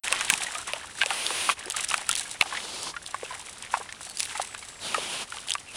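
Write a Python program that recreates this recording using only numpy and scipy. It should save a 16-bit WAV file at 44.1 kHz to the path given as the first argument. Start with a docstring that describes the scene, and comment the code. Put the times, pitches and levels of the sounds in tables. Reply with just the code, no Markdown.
"""Wild boars chew and root in a muddy puddle, behind the bars of an outdoor pen.
Lip ticks and jaw smacks: short damped rings, fizzle and spray. Air pockets: damped cavity tones with wet noise.
Each push swells swarms of bubble tones, squelch and crackle over noise, then they settle.
Four snorts: shaped noise with a nostril resonance. Faint sinking sine whistles; steady open-air noise and hum."""
import sys
import numpy as np
from scipy import signal
from scipy.fft import rfft, irfft, next_fast_len
from scipy.io import wavfile
from scipy.ndimage import map_coordinates

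SR = 44100
rng = np.random.default_rng(int(sys.argv[2]) if len(sys.argv) > 2 else 0)


def inscribe(sig):
    """Save sig as 16-bit PCM at rate SR to the path in sys.argv[1].

    A 1-D sig is mono; a 2-D sig holds one channel per row.
    Samples are clipped to [-1, 1] before scaling.
    """
    pcm = np.round(np.clip(np.atleast_2d(sig).T, -1, 1) * 32767)
    wavfile.write(sys.argv[1], SR, pcm.astype(np.int16))


N = 254016


def amp(db):
    """Decibels to gain."""
    return 10 ** (np.asarray(db) / 20)


def unit(x):
    """Scale to rms 1."""
    return x / np.sqrt(np.mean(x ** 2) + 1e-20)


def along(points, hz):
    """Read (frequency, value) points on a log-frequency axis."""
    f, v = np.transpose(points)
    return np.interp(np.log(hz + 1), np.log(f), v)


def wobble(knots_per_s):
    """Smooth random curve through normally distributed knots."""
    knots = rng.standard_normal(int(N * knots_per_s / SR) + 4)
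    return map_coordinates(knots, [np.arange(N) * knots_per_s / SR])


def coloured(x, points):
    """Minimum-phase filter with the gain of (frequency [Hz], gain [dB]) points."""
    size = 2 * next_fast_len(len(x))
    gain = amp(along(points, np.fft.rfftfreq(size, 1 / SR)))
    # folding the cepstrum makes the filter causal
    cepstrum = irfft(np.log(gain))
    cepstrum[1:size // 2] *= 2
    cepstrum[size // 2 + 1:] = 0
    response = np.exp(rfft(cepstrum))
    return irfft(rfft(x, size) * response)[:len(x)]


def noise(points):
    """Noise of rms 1 with the given spectrum."""
    return unit(coloured(rng.standard_normal(N), points))


def fade(t, t60_s):
    """Exponential decay by 60 dB in t60_s."""
    return np.exp(-np.log(1000) * t / t60_s)


def ring(t, hz, t60_s, attack_s, rise=0):
    """Damped cavity tone; a positive rise makes the pitch climb as the cavity shrinks."""
    cycles = hz * (t + rise * t * np.minimum(t / t60_s, 1) / 2)
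    return np.sin(2 * np.pi * cycles) * fade(t, t60_s) * (1 - np.exp(-t / attack_s))


def burst(x):
    """Give a short sound the energy of 3 ms at rms 1."""
    return x * np.sqrt(.003 * SR / np.sum(x ** 2))


def low_cut(x, hz):
    """Small sources radiate little below hz."""
    return signal.sosfilt(signal.butter(4, hz, "high", fs=SR, output="sos"), x)


def scattered(x, t60_s, wet_db):
    """Add the brief scatter off head, bars and puddle: a decaying noise tail."""
    t = np.arange(len(x)) / SR
    tail = rng.standard_normal(len(x)) * fade(t, t60_s) * np.minimum(t / .001, 1)
    tail /= np.linalg.norm(tail)
    return x + amp(wet_db) * signal.fftconvolve(x, tail)[:len(x)]


def add(track, s, x):
    """Mix x into the track at time s."""
    start = max(round(s * SR), 0)
    track[start:start + len(x)] += x[:max(N - start, 0)]


# smacks, a wet film snaps and the pocket behind it pops open:
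# (time [s], snap [dB], spray [dB], pop [dB], cavity [Hz], t60 [s])
SMACKS = [(0.1259, -20, -15, -25, 1112, 0.019), (0.2097, -28, -23.5, -24, 1656, .04),
          (0.3009, -15, -12, -22.5, 1590, 0.03), (0.552, -32, -33, -28, 1226, .05),
          (0.7345, -24.5, -24.5, -29.5, 570, 0.017), (1.0153, -18, -29, -17, 1582, 0.047),
          (1.0344, -21.5, -31, -28, 840, 0.015), (1.0608, -30, -24.5, -32, 543, 0.023),
          (1.1053, -25, -32, -22, 797, .057), (1.3051, -43, -38, -28, 1040, .007),
          (1.491, -28, -32, -17, 1114, 0.0084), (1.498, -20.5, -35, -20.5, 1110, 0.011),
          (1.9125, -28, -38, -27.5, 1093, 0.031), (1.9416, -20, -23.5, -19, 1315, 0.0066),
          (2.092, -27, -12.5, -22.5, 1340, 0.023), (2.412, -10, -18, -21, 1470, 0.0028),
          (2.423, -25.5, -30, -25.5, 835, 0.017), (3.144, -53, -36, -23.5, 1070, 0.0078),
          (3.7393, -39, -41, -16.5, 944, .011), (4.0089, -54, -38, -39, 1130, 0.0026),
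          (4.3972, -47, -46, -22.5, 712, 0.0092), (4.5483, -44, -38, -33.5, 1580, 0.0024),
          (4.9447, -24.5, -28, -19, 1264, 0.023), (5.322, -39, -38, -32, 1406, .02),
          (5.37, -38, -42, -38.5, 1110, 0.0045), (5.552, -31.5, -30, -24.5, 1090, .011)]
# lips unsticking, small films with no pocket: (time [s], ring [dB], ring [Hz], spray [dB])
TICKS = [(0.0808, -25.5, 2500, -24), (0.338, -25, 2580, -17.5), (1.0114, -29, 2560, -39),
         (1.0227, -26, 2630, -42), (1.2654, -25, 3500, -25), (1.658, -42, 5100, -28.5),
         (1.7004, -52, 3220, -21.5), (1.7077, -50, 3690, -25), (1.7216, -53, 4770, -22.5),
         (1.7684, -31, 1920, -23), (1.8462, -37, 3620, -21), (1.8883, -46, 3170, -22.5),
         (1.9022, -34, 4500, -21.5), (1.979, -40, 3400, -24.5), (2.1133, -29, 3770, -17),
         (2.129, -36, 4280, -25), (2.1534, -29, 3370, -16), (2.1624, -46, 4600, -25),
         (2.196, -45, 4250, -22.5), (2.4107, -21.5, 3940, -28), (2.8312, -46, 5000, -27),
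                  (3.0633, -38, 3350, -31.5), (3.6251, -40, 3160, -31), (3.9253, -36, 2110, -33),
         (4.098, -46, 3340, -28), (4.172, -39, 4820, -28), (4.198, -38, 3940, -19.5),
         (4.204, -29, 2620, -18), (4.2304, -38, 3980, -22.5), (4.3763, -43, 3400, -31),
                  (5.385, -37, 3220, -44), (5.486, -35.5, 3240, -31), (5.4958, -33, 3380, -29),
         (5.506, -24.5, 3060, -20.5), (5.5187, -25, 3550, -27), (5.5376, -33, 4960, -22.5),
         (5.583, -41, 2920, -44)]
MOUTH_HZ = 2627  # gap between the jaws, nearly alike in every smack


def films():
    """Every snapping film as (s, ring dB, ring Hz, spray dB): smacks ring the mouth, ticks their own gap."""
    mouth = []
    for s, snap_db, spray_db, *_ in SMACKS:
        mouth.append((s, snap_db, MOUTH_HZ * rng.uniform(.95, 1.05), spray_db))
    return mouth + TICKS


# fine spray of a bursting film, relative spectrum: (frequency [Hz], density [dB per Hz])
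SPRAY = [(200, -6), (1000, -28), (3000, 2), (5000, 2), (6800, 1.5), (8000, 4.5), (9500, 5.5)]


def clicks(second_db=-10, wet_db=-9, peel_db=-19, peel_t60_s=0.018):
    """Each film stretches with a faint fizzle, snaps with a puff of spray and rings the small gap behind it."""
    lead = SR // 100
    out, since = np.zeros(N), np.arange(-lead, SR // 20) / SR
    t = np.maximum(since, 0)
    for s, ring_db, hz, spray_db in films():
        gap = burst(ring(t, hz, t60_s=.0042, attack_s=.0004))
        second_hz = hz * rng.uniform(1.2, 1.31)
        gap += amp(second_db) * burst(ring(t, second_hz, t60_s=0.0041, attack_s=.0001))
        # fizzle swells before the snap and fades after it
        stretch = rng.standard_normal(len(t)) * fade(np.abs(since), peel_t60_s)
        stretch = coloured(stretch, [(hz / 2, -12), (hz, 0), (hz * 2, -10)])
        gap += amp(peel_db) * burst(stretch)
        puff = rng.standard_normal(len(t)) * fade(t, t60_s=.0036) * (since >= 0)
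        puff = coloured(puff, SPRAY)
        snap = amp(ring_db) * burst(gap) + amp(spray_db) * burst(puff)
        snap = scattered(low_cut(snap, 520), t60_s=0.028, wet_db=wet_db)
        add(out, s - lead / SR, snap)
    return out


# large air pockets gulping shut in the mud: (time [s], level [dB], cavity [Hz])
GULPS = [(0.114, -29.5, 523), (0.1386, -30, 1115), (0.327, -35.5, 174), (0.4652, -28.5, 1895),
         (0.562, -39, 676), (0.7613, -36.5, 657), (1.308, -32.5, 490), (1.662, -37, 330),
         (1.679, -37.5, 370), (1.743, -30.5, 1240), (2.012, -37.5, 780), (2.21, -35, 1610),
         (2.254, -36.5, 1640), (2.457, -32.5, 790), (2.5237, -27.5, 1037), (2.5487, -29, 1710),
         (2.5715, -26.5, 2000), (2.868, -32.5, 1004), (2.938, -35.5, 1150), (2.9641, -28, 1400),
         (3.2301, -29, 476), (3.247, -36, 2650), (3.3054, -31, 996), (3.321, -37.5, 700),
         (3.7466, -25.5, 1090), (3.769, -30, 760), (3.801, -37, 470), (3.81, -33, 797), (3.889, -35, 1770),
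         (4.3516, -30, 850), (4.353, -35, 1280), (4.625, -37.5, 2220), (4.959, -32, 1160),
         (4.9801, -26.5, 474)]
GULP_T60_S = 0.034  # soft mud damps them all alike


def pockets():
    """Every air pocket as (s, dB, cavity Hz, t60 s): one behind each smack, and the gulps in the mud."""
    pops = [(s, pop_db, hz, t60_s) for s, _, _, pop_db, hz, t60_s in SMACKS]
    gulps = [(s, db, hz, GULP_T60_S) for s, db, hz in GULPS]
    return pops + gulps


def plops(lower_db=-12, upper_db=-7, smear_db=-10, drawn_db=4, peel_db=-17, peel_t60_s=0.039):
    """A pocket peels open, then rings: main tone, side cavities below and above it, and a wet smear."""
    lead = SR // 50
    out, since = np.zeros(N), np.arange(-lead, SR // 10) / SR
    t = np.maximum(since, 0)
    for s, db, hz, t60_s in pockets():
        cavity = burst(ring(t, hz, t60_s, attack_s=0.002, rise=0.031))
        lower_hz = hz * rng.uniform(0.69, 0.915)
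        cavity += amp(lower_db) * burst(ring(t, lower_hz, t60_s, attack_s=0.00054))
        upper_hz = hz * rng.uniform(1.067, 1.557)
        cavity += amp(upper_db) * burst(ring(t, upper_hz, t60_s * 1.16, attack_s=0.0029))
        # slow opening squelches, quick one pops cleanly
        smear_gain = amp(smear_db + drawn_db * np.log2(t60_s / 0.013))
        smear = smear_gain * burst(fade(t, t60_s) * (1 - np.exp(-t / 0.0013)))
        peel = amp(peel_db) * burst(fade(np.abs(since), peel_t60_s))
        wet_spectrum = [(hz * 0.26, -18), (hz, 0), (hz * 2, -1), (hz * 6, -22)]
        wet = unit(coloured(rng.standard_normal(len(t)), wet_spectrum))
        sound = low_cut(cavity + (smear + peel) * wet, min(hz * .78, 600))
        add(out, s - lead / SR, amp(db) * burst(scattered(sound, t60_s=0.036, wet_db=-7.5)))
    return out


# pushes that churn the mud, before mix trims:
# (time [s], squelch [dB], fizz over squelch [dB], settling t60 [s])
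PUSHES = [(0.049, -36, 0, 2), (0.12, -38, -9.5, 2.8), (0.3, -36.5, 5, 1.53), (0.55, -45, -9, 0.17),
          (0.69, -42, -3, 0.85), (0.992, -41, 0.5, 1), (1.6, -43, -5.5, 0.68), (1.78, -35, 2.5, 0.52),
          (1.91, -39, 1.5, 0.92), (2.1, -42, 1, 1.1), (2.18, -46.5, 8.5, 1.27), (2.54, -39.5, -3.5, 0.83),
          (3.07, -50, 3, 3.4), (3.25, -47.5, 1, 1.1), (3.64, -49, -6.5, 0.79), (3.74, -41, 1, 0.35),
          (4.02, -55.5, 10, 0.94), (4.21, -43.5, 11, 0.45), (4.31, -40.5, 5.5, 1.04), (4.62, -56.5, 9, 1.8),
          (5.33, -45.5, 4, 0.77), (5.51, -46, 3, 0.25)]
PUSH_RISE_S = 0.21  # time to build by 60 dB
SEEP_SQUELCH_DB, SEEP_FIZZ_DB = -56, -53  # the mud is never quite still
BUBBLE_TRADE = 0.32  # shallow, fizzy push traps less air: dB of bubbles lost per dB of fizz
# bubbles grow more slowly than the push (exponent) and surface after it
BUBBLE_DB, BUBBLE_EXPONENT, BUBBLE_LAG_S = -12, .85, .008


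def churning():
    """Gains of bubbles, squelch and fizz: each push builds quickly and settles slowly, on top of the seeping."""
    now = np.arange(N) / SR
    power = amp([[SEEP_SQUELCH_DB], [SEEP_SQUELCH_DB], [SEEP_FIZZ_DB]]) ** 2
    for s, db, fizz_db, t60_s in PUSHES:
        push = amp(db) * fade(np.abs(now - s), np.where(now < s, PUSH_RISE_S, t60_s))
        shares = amp([[-BUBBLE_TRADE * fizz_db], [0], [fizz_db]])
        power = power + (shares * push) ** 2
    trapped, squelch, fizz = np.sqrt(power)
    surfacing = np.interp(now - BUBBLE_LAG_S, now, trapped)
    return amp(BUBBLE_DB) * surfacing ** BUBBLE_EXPONENT, squelch, fizz


def grains(per_s, low_hz, high_hz, cycles, spread_db, rise):
    """Swarm of tiny bursting bubbles of uneven size, each a short rising ring; rms 1."""
    count = int(per_s * N / SR)
    when, pitch, size, life = rng.random((count, 4)).T[:, :, None]
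    hz = low_hz * (high_hz / low_hz) ** pitch
    t = np.arange(int(1.5 * cycles * SR / low_hz)) / SR
    size_db = spread_db * np.minimum(-np.log(1 - size), np.pi)
    strength = amp(size_db) * np.sqrt(hz / low_hz)
    waves = strength * ring(t, hz, cycles * (.5 + life) / hz, .5 / hz, rise)
    index = (when * N).astype(int) + np.arange(len(t))
    return unit(np.bincount(index.ravel(), waves.ravel(), N)[:N])


def crackle(per_s, spread_db):
    """Sparse, sharp crackle of tiny bursting films: scattered random impulses, rms 1."""
    size = amp(spread_db * np.minimum(rng.exponential(size=N), np.pi)) * rng.choice([-1, 1], N)
    impulses = (rng.random(N) < per_s / SR) * size
    return unit(coloured(scattered(impulses, t60_s=0.036, wet_db=2.0), SPRAY))


def clumped(x, clump_db, clumps_per_s):
    """Bunch a swarm by a random level curve, rms 1."""
    return unit(x * amp(clump_db * wobble(clumps_per_s)))


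def mud(clump_db=2, clumps_per_s=28):
    """Churning makes round bubbles, smaller squelching ones and a fine fizz, each in clumps, over noise."""
    bubble_gain, squelch_gain, fizz_gain = churning()
    stir_db = 1.6 * wobble(45)
    bubbles = grains(per_s=220, low_hz=700, high_hz=2050, cycles=22, spread_db=4.5, rise=.15)
    bubbles = clumped(bubbles, clump_db, clumps_per_s)
    bubbles += amp(-4) * noise([(100, -18), (300, -6), (700, -2), (1700, 0), (2600, -20)])
    squelch = grains(per_s=520, low_hz=1600, high_hz=4000, cycles=6, spread_db=5.5, rise=.1)
    squelch = clumped(squelch, clump_db, clumps_per_s)
    squelch += amp(-2) * noise([(1000, -34.0), (2000, 5), (3200, 8.0), (4800, -2.0), (7000, -3.5)])
    fizz = clumped(crackle(per_s=240, spread_db=6), clump_db, clumps_per_s)
    fizz += amp(-8) * noise([(2500, -11), (5000, 2.0), (9500, 4.5)])
    mix = bubble_gain * bubbles
    mix += amp(-2.0) * squelch_gain * squelch
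    mix += amp(2.3) * fizz_gain * fizz
    return amp(stir_db) * mix


SNORT_ATTACK_S, SNORT_RELEASE_S = 0.049, 0.028


def snort(row, spectrum, width_octaves=0.31):
    """Air rushes through a wet nostril whose resonance moves as it flexes."""
    start, end, db, swell_db, first_hz, last_hz, glide_s, nostril_db = row
    now = np.arange(N) / SR
    hz, t, z = signal.stft(noise(spectrum), SR, nperseg=512)
    nostril_hz = np.interp(t, [start, start + glide_s], [first_hz, last_hz])
    distance_octaves = np.log2((hz[:, None] + 1) / nostril_hz)
    peak = np.exp(-.5 * (distance_octaves / width_octaves) ** 2)
    air = unit(signal.istft(z * amp(nostril_db * peak), SR, nperseg=512)[1][:N])
    flutter_db = .8 * wobble(60)
    blowing = np.clip(np.minimum((now - start) / SNORT_ATTACK_S, (end - now) / SNORT_RELEASE_S), 0, 1)
    level_db = db + np.interp(now, [start, end], [0, swell_db]) + flutter_db
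    return blowing * amp(level_db) * air


# blows through the snout: (start [s], end [s], starting level [dB], swell [dB],
# first nostril [Hz], last nostril [Hz], glide [s], resonance [dB])
SNORTS = [(1.063, 1.545, -31.5, 5, 2870, 2780, .2, 7), (2.423, 2.926, -41.5, 6.5, 2500, 4700, 0.45, 4),
          (4.797, 5.254, -34, 1, 4300, 2960, 0.11, 9), (5.721, 5.81, -37, 9, 2900, 3300, .05, 8)]
# air noise by nostril aim, relative spectra: (frequency [Hz], density [dB per Hz])
SNOUT_FORWARD = [(100, -17), (400, -4.5), (800, -0.5), (1800, -1), (2800, -2.5), (5000, -1.5), (7500, -6),
                 (9500, 2)]
# nostrils down: (frequency [Hz], density [dB per Hz])
SNOUT_DOWN = [(60, -27), (170, -6.5), (450, -1), (1000, -1), (1800, -9), (3000, -2.5), (5000, -3.5),
              (7500, -6), (9500, -4)]
# nostrils level: (frequency [Hz], density [dB per Hz])
SNOUT_LEVEL = [(60, -21), (170, -3.5), (450, -1.5), (1000, 1), (1800, -3), (3000, -4.5), (5000, -3.5),
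               (7500, -5.5), (9500, -2)]


def snorts():
    """Four blows through the snout, coloured by nostril aim: forward, down, then level twice."""
    aims = [SNOUT_FORWARD, SNOUT_DOWN, SNOUT_LEVEL, SNOUT_LEVEL]
    return sum(snort(row, spectrum) for row, spectrum in zip(SNORTS, aims))


# thin sinking whistles: (start [s], end [s], start pitch [Hz], end pitch [Hz], level [dB])
WHISTLES = [(4.03, 4.17, 4520, 4400, -53), (4.44, 4.55, 8350, 7900, -50), (4.55, 4.92, 7950, 7350, -54),
            (5.675, 5.73, 2750, 2500, -47)]


def whistle():
    """Faint, unsteady high sine tones that swell, fade and sink in pitch."""
    out = np.zeros(N)
    for start, end, start_hz, end_hz, db in WHISTLES:
        progress = np.clip((np.arange(N) / SR - start) / (end - start), 0, 1)
        hz = start_hz + (end_hz - start_hz) * progress + 130 * wobble(900)
        swell = np.sqrt(np.abs(np.sin(np.pi * progress))) * amp(3 * wobble(50))
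        out += swell * amp(db) * np.sin(2 * np.pi * np.cumsum(hz) / SR)
    return out


# open-air background, relative spectrum: (frequency [Hz], density [dB per Hz])
OUTDOORS = [(20, -7), (50, 5.5), (100, 5), (170, 1), (300, -1), (600, -1), (1200, -3), (2800, -9),
            (5000, -6), (7500, -10.5), (9500, -6)]


def outdoors():
    """Steady open-air noise with a faint, wavering low hum."""
    hum_gain = amp(-71.5 + 1.4 * wobble(4.05))
    hum_hz = 101 + 5 * wobble(14)
    hum = hum_gain * np.sin(2 * np.pi * np.cumsum(hum_hz) / SR)
    return amp(-51.0 + 0.25 * wobble(3.7)) * noise(OUTDOORS) + hum


def scene():
    """Sum all layers into one channel."""
    return (clicks() + plops() + mud() + snorts() + whistle() + outdoors())[None]


# microphone treble with a port notch: (frequency [Hz], gain [dB])
MICROPHONE = [(9600, 2.5), (10200, 0), (10800, -6.5), (11300, -13), (11800, -33), (12300, -19),
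              (13000, -17), (15800, -30)]
TOP_HZ = 16100  # nothing passes from here up
OVERLOAD_LEVEL = .72  # linear ceiling


def record(dry, start_s=.036):
    """The microphone colours the treble and limits peaks softly; the sound starts a moment late."""
    x = coloured(dry[0], MICROPHONE) * (np.arange(N) / SR > start_s)
    x = x / (1 + np.abs(x / OVERLOAD_LEVEL) ** 10) ** (1 / 10)
    passed = np.fft.rfftfreq(N, 1 / SR) < TOP_HZ
    return irfft(rfft(x) * passed, N)[None]


dry = scene()
out = record(dry)
inscribe(out)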